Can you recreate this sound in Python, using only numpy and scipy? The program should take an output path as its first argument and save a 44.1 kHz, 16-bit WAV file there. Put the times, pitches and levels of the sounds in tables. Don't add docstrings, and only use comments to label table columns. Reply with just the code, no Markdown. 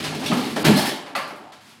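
import sys
import numpy as np
from scipy import signal
from scipy.fft import rfft, irfft, next_fast_len
from scipy.io import wavfile
from scipy.ndimage import uniform_filter1d

SR = 44100
rng = np.random.default_rng(int(sys.argv[2]) if len(sys.argv) > 2 else 0)


def bounce(signal):
    frames = np.transpose(np.atleast_2d(signal))
    limited = np.clip(frames, -1, 1)
    pcm = np.round(limited * 32767).astype(np.int16)
    wavfile.write(sys.argv[1], SR, pcm)


def gain_from_db(level_db):
    decades = np.asarray(level_db, float) / 20
    return 10 ** decades


N = 79380
T_S = np.arange(N) / SR

# (time [s], level [dB], hold [s], centre of modes stirred [Hz])
THUD_EVENTS = [(.0, -33.5, 0.12, 297), (.001, -32, 0.15, 174), (0.031, -30.5, 0.028, 303),
               (.12, -35, 0.083, 193), (0.146, -26, 0.018, 250), (0.181, -31.5, 0.051, 236),
               (0.24, -28, 0.048, 277), (0.248, -29, 0.035, 149), (.314, -30, 0.013, 160),
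               (.315, -29.5, 0.04, 270), (0.308, -22.5, 0.011, 363), (0.386, -24, 0.04, 259),
               (0.448, -27, 0.031, 237), (0.5, -28.5, 0.042, 187), (0.561, -24, 0.027, 330),
               (0.596, -27.5, 0.029, 198), (0.642, -19.5, 0.04, 264), (0.703, -26, 0.027, 260),
               (0.724, -22.5, 0.015, 200), (0.78, -30, 0.0098, 189), (0.821, -23, 0.0096, 284),
               (0.885, -31.5, 0.036, 305), (1.03, -42, 0.026, 280), (1.093, -42.5, 0.09, 280),
               (1.153, -38, 0.041, 238), (1.217, -42, 0.036, 287), (1.308, -38, 0.021, 270),
               (1.4, -45, 0.036, 268)]
CARCASS_MODE_HZ = [108, 154, 209, 245, 268, 310, 387, 421, 622]
# (level [dB], t60 [s])
CARCASS_MODES = [(-2.5, 0.05), (2.5, 0.22), (-3, 0.084), (-4.5, 0.16), (-0.5, 0.086), (-5.5, 0.64),
                 (-4, 0.11), (3, 0.26), (10.5, 0.083)]
# (time [s], frequency [Hz],
# level [dB], hold [s], t60 [s])
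SLAB_EVENTS = [(.655, 106, -34, 0.06, 0.27), (.646, 172, -18, 0.012, 0.031),
               (.664, 153.4, -15, 0.022, 0.063), (.687, 209, -14.5, 0.033, 0.046),
               (.715, 200, -17, 0.017, .04), (.651, 316, -19.5, 0.024, .06), (.684, 312, -19, 0.028, .06),
               (.682, 420, -19, 0.024, 0.087), (0.78, 350, -29, 0.016, 0.066),
               (0.649, 625, -27.5, 0.056, .08), (.748, 266, -20, 0.023, .1), (.662, 245, -25, .012, .05),
               (.772, 616, -26, 0.015, 0.078), (.314, 300, -24, .01, .04),
               (.325, 204, -19.5, 0.0112, 0.031), (0.3, 246, -21, 0.0086, 0.053),
               (.352, 240, -26, .012, 0.045), (.369, 245.3, -19.5, .015, 0.12)]
# (time [s], level [dB], decay [s], centre [Hz])
KNOCK_EVENTS = [(.0, -40, 0.038, 740), (0.042, -32, 0.017, 790), (0.119, -33, 0.019, 770),
                (0.313, -24, 0.014, 960), (0.325, -30, 0.0098, 905), (0.214, -33, 0.055, 740),
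                (0.564, -22.5, 0.015, 705), (0.641, -24, 0.018, 1160), (0.66, -24, 0.059, 805),
                (0.76, -32.5, 0.024, 740), (0.793, -38, 0.0091, 830), (0.846, -26.5, 0.02, 840),
                (1.059, -36, 0.026, 840), (1.15, -22, 0.011, 1220), (1.196, -32, 0.005, 1000),
                (1.305, -30, 0.0058, 830), (1.345, -47, 0.0067, 730), (1.412, -46, 0.007, 760),
                (1.436, -45, 0.007, 750), (1.53, -42, 0.0069, 1510)]
# (time [s], level [dB], decay [s], treble share [dB])
CRACK_EVENTS = [(.0, -28.5, 0.014, -26), (0.026, -29.5, 0.01, -23), (0.04, -29.5, 0.046, -42),
                (0.147, -31, 0.015, -16), (0.237, -35, 0.024, -12), (0.259, -32, 0.012, -7),
                (0.331, -31.5, 0.014, -2), (0.194, -38, 0.14, -20), (0.369, -33, 0.061, -14),
                (0.437, -41.5, 0.058, -6), (0.499, -38, 0.021, -11), (0.56, -26, 0.013, -42),
                (0.592, -40, 0.12, 1), (0.647, -16, 0.024, -10), (0.735, -37.5, 0.033, -10),
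                (0.76, -27.5, 0.011, 0.5), (0.767, -27.5, 0.041, 0.5), (0.807, -46, 0.015, -4),
                (.815, -39, 0.0039, -9), (0.854, -28, 0.0098, 4), (0.866, -31, 0.015, -4),
                (0.273, -41, 0.007, -10), (1.084, -54, 0.012, -6), (1.159, -30, 0.0061, 3),
                (1.275, -50.5, 0.012, 9), (1.357, -53, 0.017, 2), (1.52, -43, 0.016, -24),
                (1.606, -51.5, 0.028, -9)]
# (time [s], frequency [Hz], level
# [dB], hold [s], t60 [s])
SHARD_EVENTS = [(.261, 2780, -32.5, 0.01, 0.055), (.279, 3500, -31, .008, .05),
                (.316, 1250, -33.5, 0.018, 0.038), (.433, 850, -39, 0.011, .04),
                (0.65, 1556, -29, 0.0086, .05), (0.669, 910, -30.5, 0.023, .06),
                (0.655, 2050, -25, 0.0071, 0.041), (0.666, 3300, -34.5, 0.029, .06),
                (.745, 4100, -32.5, 0.022, .05), (0.77, 4250, -29.5, 0.017, 0.075),
                (.775, 5220, -28, 0.011, 0.055), (.776, 2700, -45, 0.0091, .05),
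                (.785, 1790, -30.5, 0.01, 0.059), (0.788, 856, -29.5, 0.012, 0.072),
                (0.796, 3270, -31.5, .008, .05), (.816, 3600, -40, 0.005, 0.036),
                (0.821, 4300, -32.5, 0.015, 0.049), (0.855, 3270, -31, 0.011, 0.064),
                (0.859, 1790, -33.5, .012, 0.13), (.868, 5200, -33, 0.019, .06),
                (.888, 9700, -39, 0.017, .05), (0.896, 3400, -37, 0.028, 0.088),
                (1.155, 1230, -29, 0.0048, 0.026), (1.156, 4670, -40.5, 0.0057, 0.18),
                (1.153, 4400, -36.5, 0.005, 0.11), (1.159, 2600, -39.5, 0.018, 0.1),
                (1.161, 2130, -47, 0.018, .15), (1.171, 1220, -36, 0.0087, 0.055),
                (1.195, 1080, -37, 0.0067, 0.054), (1.153, 561, -38.5, 0.028, 0.12),
                (1.226, 4700, -46.5, 0.016, .3), (1.306, 800, -47, 0.0067, .06)]
BAR_MODE_HZ = [2710, 2900, 3450, 3650, 5600, 8260, 11100]
# (level [dB], t60 [s])
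BAR_MODES = [(-32, 0.04), (-42, 0.081), (-29.5, 0.06), (-34.5, 0.058), (-28.5, 0.068), (-36, 0.12),
             (-38.5, 0.078)]
# (frequency [Hz], level [dB], t60 [s])
PIECE_MODES = [(770, 3, 0.02), (1160, 3, 0.012), (1410, -2, 0.025), (2030, 4, 0.021), (2600, 2, 0.021),
               (3500, -3, 0.017), (4330, -1.5, 0.038), (4470, -17, 0.044)]
# (frequency [Hz], level [dB], t60 [s])
HOLLOW_MODES = [(600, -2, 0.09), (732, 6.5, 0.16), (784, 6, .1), (840, 4, .1)]
# (frequency [Hz], t60 [s])
ROOM_T60 = [(125, 0.49), (300, 0.57), (750, 0.8), (1300, 0.69), (3000, 0.53), (4800, 0.45), (8000, 0.46),
            (14000, 0.28)]
# (frequency [Hz], gain [dB])
MIC_RESPONSE = [(30, -16), (70, -3.5), (140, 1.5), (1000, 4), (5000, 0), (5600, -4), (11000, -4.5),
                (16000, -12)]
# (start [s], end [s], lower edge [Hz])
TREBLE_GAPS = [
    (.558, .563, 13000),
    (.633, .643, 5000),
    (1.142, 1.149, 4200),
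    (1.514, 1.519, 6000),
]

ATTACK_S, SWELL_S, GRAIN_DB = 0.0019, 0.0011, 3
CARCASS_DB, SPREAD_OCT, RATTLE_DB, RATTLE_WIDTH_HZ = -8, 0.53, -3.5, 72
SLAB_ROUGH_DB, SHARD_ROUGH_DB, BAR_ROUGH_DB = -12, -5, -3
KNOCK_DB, OVERTONE_DB = 12, -5
BAR_S, BAR_HOLD_S = 0.26, 0.0057
PIECE_S, PIECE_DECAY_S, PIECE_DB = 1.153, 0.012, 5
ROLL_S, ROLL_WIDTH_S, ROLL_DB = 1.45, 0.044, -51.5
SWISH_S, SWISH_WIDTH_S, SWISH_DB = 1.692, 0.042, -51.5
HUSH_DB, HUSH_LOW_DB = -55, 12.5
WET_DB, CARCASS_WET_DB, SLAB_WET_DB = 1, -6, -8
GAP_S, RIPPLE_DB, RIPPLE_HZ = 0.0011, 3, 14
DIP_HZ, DIP_WIDTH_HZ, DIP_SHARE = 457, 57, 0.35
OVERLOAD_DRIVE, TOP_HZ = 0.8, 15950


def table(points, hz):
    p = np.array(points, float)
    return np.interp(np.log(np.maximum(hz, 1)), np.log(p[:, 0]), p[:, 1])


def band(x, hz, width_hz):
    b, a = signal.iirpeak(min(hz, 0.45 * SR), hz / width_hz, fs=SR)
    return signal.lfilter(b, a, x)


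def band_twice(x, hz, width_hz):
    return band(band(x, hz, width_hz), hz, width_hz)


def unit(x):
    return x / np.sqrt(np.mean(x ** 2))


def grains():
    contacts = np.clip(rng.standard_normal(N), -2, 2)
    size_db = GRAIN_DB * np.minimum(rng.exponential(size=N), 4)
    return unit(contacts * gain_from_db(size_db))


def burst(start_s, decay_s):
    u = np.maximum(T_S - start_s, 0)
    return (1 - np.exp(-u / ATTACK_S)) * np.exp(-u / decay_s)


def bell(centre_s, width_s):
    return np.exp(-0.5 * ((T_S - centre_s) / width_s) ** 2)


def ring(x, modes, pitch=0.97):
    out = 0
    for hz, db, t60_s in modes:
        width_hz = np.log(1000) / np.pi / t60_s
        out = out + gain_from_db(db) * band(x, hz * pitch, width_hz) * np.sqrt(t60_s)
    return out


def struck(hz, db, start_s, hold_s, t60_s, rough_db):
    u = np.maximum(T_S - start_s, 0)
    rough = unit(band(rng.standard_normal(N), hz, 30 + hz / 30))
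    tone = np.sin(2 * np.pi * hz * u) + gain_from_db(rough_db) * rough
    level_db = db - 60 * np.maximum(u - hold_s, 0) / t60_s
    return (1 - np.exp(-u / SWELL_S)) * gain_from_db(level_db) * tone


def carcass():
    out = 0
    for hz, (mode_db, t60_s) in zip(CARCASS_MODE_HZ, CARCASS_MODES):
        power = 0
        for start_s, db, hold_s, centre_hz in THUD_EVENTS:
            u = np.maximum(T_S - start_s, 0)
            detune_db = 6 * (np.log2(hz / centre_hz) / SPREAD_OCT) ** 2
            fall_db = 60 * np.maximum(u - hold_s, 0) / t60_s
            level = gain_from_db(db + CARCASS_DB + mode_db - detune_db - fall_db)
            power = power + ((1 - np.exp(-u / SWELL_S)) * level) ** 2
        rattle = unit(band(rng.standard_normal(N), hz, RATTLE_WIDTH_HZ))
        tone = np.sin(2 * np.pi * (hz * T_S + rng.random()))
        out = out + np.sqrt(power) * (tone + gain_from_db(RATTLE_DB) * rattle)
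    return out


def slab():
    return sum(struck(hz, db, start_s, hold_s, t60_s, SLAB_ROUGH_DB)
               for start_s, hz, db, hold_s, t60_s in SLAB_EVENTS)


def boards():
    contacts = grains()
    out = 0
    for start_s, db, decay_s, hz in KNOCK_EVENTS:
        hit = gain_from_db(db + KNOCK_DB) * contacts * burst(start_s, decay_s)
        body = band_twice(hit, hz, 0.72 * hz)
        overtone = band(hit, 1.845 * hz, 1.48 * hz)
        out = out + body + gain_from_db(OVERTONE_DB) * overtone
    return out


def splinters():
    contacts = grains()
    crackle = unit(band(contacts, 3230, 3960))
    spray = unit(band(band(contacts, 11000, 11000), 9500, 11600))
    return sum(gain_from_db(db) * burst(start_s, decay_s) * (crackle + gain_from_db(treble_db) * spray)
               for start_s, db, decay_s, treble_db in CRACK_EVENTS)


def shards():
    return sum(struck(hz, db, start_s, hold_s, t60_s, SHARD_ROUGH_DB)
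               for start_s, hz, db, hold_s, t60_s in SHARD_EVENTS)


def bar():
    return sum(struck(hz, db, BAR_S, BAR_HOLD_S, t60_s, BAR_ROUGH_DB)
               for hz, (db, t60_s) in zip(BAR_MODE_HZ, BAR_MODES))


def loose_piece():
    clack = ring(grains() * burst(PIECE_S, PIECE_DECAY_S), PIECE_MODES)
    roll = bell(ROLL_S, ROLL_WIDTH_S) * unit(ring(grains(), HOLLOW_MODES))
    return gain_from_db(PIECE_DB) * clack + gain_from_db(ROLL_DB) * roll


def swish():
    return gain_from_db(SWISH_DB) * bell(SWISH_S, SWISH_WIDTH_S) * unit(band(grains(), 2400, 8300))


def room(x):
    ripple_bins = int(RIPPLE_HZ * N / SR)
    ripple = unit(uniform_filter1d(rng.standard_normal(N // 2 + 1), ripple_bins))
    out = 0
    for hz in 70 * 2 ** np.arange(0, 7.9, 0.25):
        power = band_twice(x, hz, hz / 4) ** 2
        decay_s = table(ROOM_T60, hz) / (2 * np.log(1000))
        for lag_s in (GAP_S, decay_s):
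            keep = np.exp(-1 / (lag_s * SR))
            power = signal.lfilter([1 - keep], [1, -keep], power)
        diffuse = irfft(rfft(rng.standard_normal(N)) * gain_from_db(RIPPLE_DB * ripple), N)
        out = out + np.sqrt(power) * unit(band_twice(diffuse, hz, hz / 4))
    return gain_from_db(WET_DB) * out


def hush():
    noise = rng.standard_normal(N)
    rumble = band_twice(noise, 160, 270)
    hiss = band(noise, 2000, 3200)
    return gain_from_db(HUSH_DB) * unit(gain_from_db(HUSH_LOW_DB) * rumble + hiss)


def scene():
    low, boom = carcass(), slab()
    rest = boards() + splinters() + shards() + bar() + loose_piece() + swish()
    wet = room(gain_from_db(CARCASS_WET_DB) * low + gain_from_db(SLAB_WET_DB) * boom + rest)
    return (low + boom + rest + wet + hush())[None]


def thin_treble(x):
    for start_s, end_s, hz in TREBLE_GAPS:
        highpass = signal.butter(8, hz, "high", fs=SR, output="sos")
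        treble = signal.sosfiltfilt(highpass, x)
        gate = uniform_filter1d(1.0 * (T_S > start_s) * (T_S < end_s), size=40)
        x = x - 0.97 * treble * gate
    return x


def band_limit(x):
    return signal.sosfilt(signal.butter(12, 15950, fs=SR, output="sos"), x)


def record(dry):
    size = next_fast_len(N + 8192)
    hz = np.arange(size // 2 + 1) * SR / size
    x = irfft(rfft(dry, size) * gain_from_db(table(MIC_RESPONSE, hz)), size)[:, :N]
    x = x - DIP_SHARE * band(x, DIP_HZ, DIP_WIDTH_HZ)
    x = np.tanh(OVERLOAD_DRIVE * x) / OVERLOAD_DRIVE
    x = signal.sosfilt(signal.ellip(10, 0.2, 70, TOP_HZ, fs=SR, output="sos"), x)
    mix = thin_treble(x)
    return band_limit(mix)


dry = scene()
out = record(dry)
bounce(out)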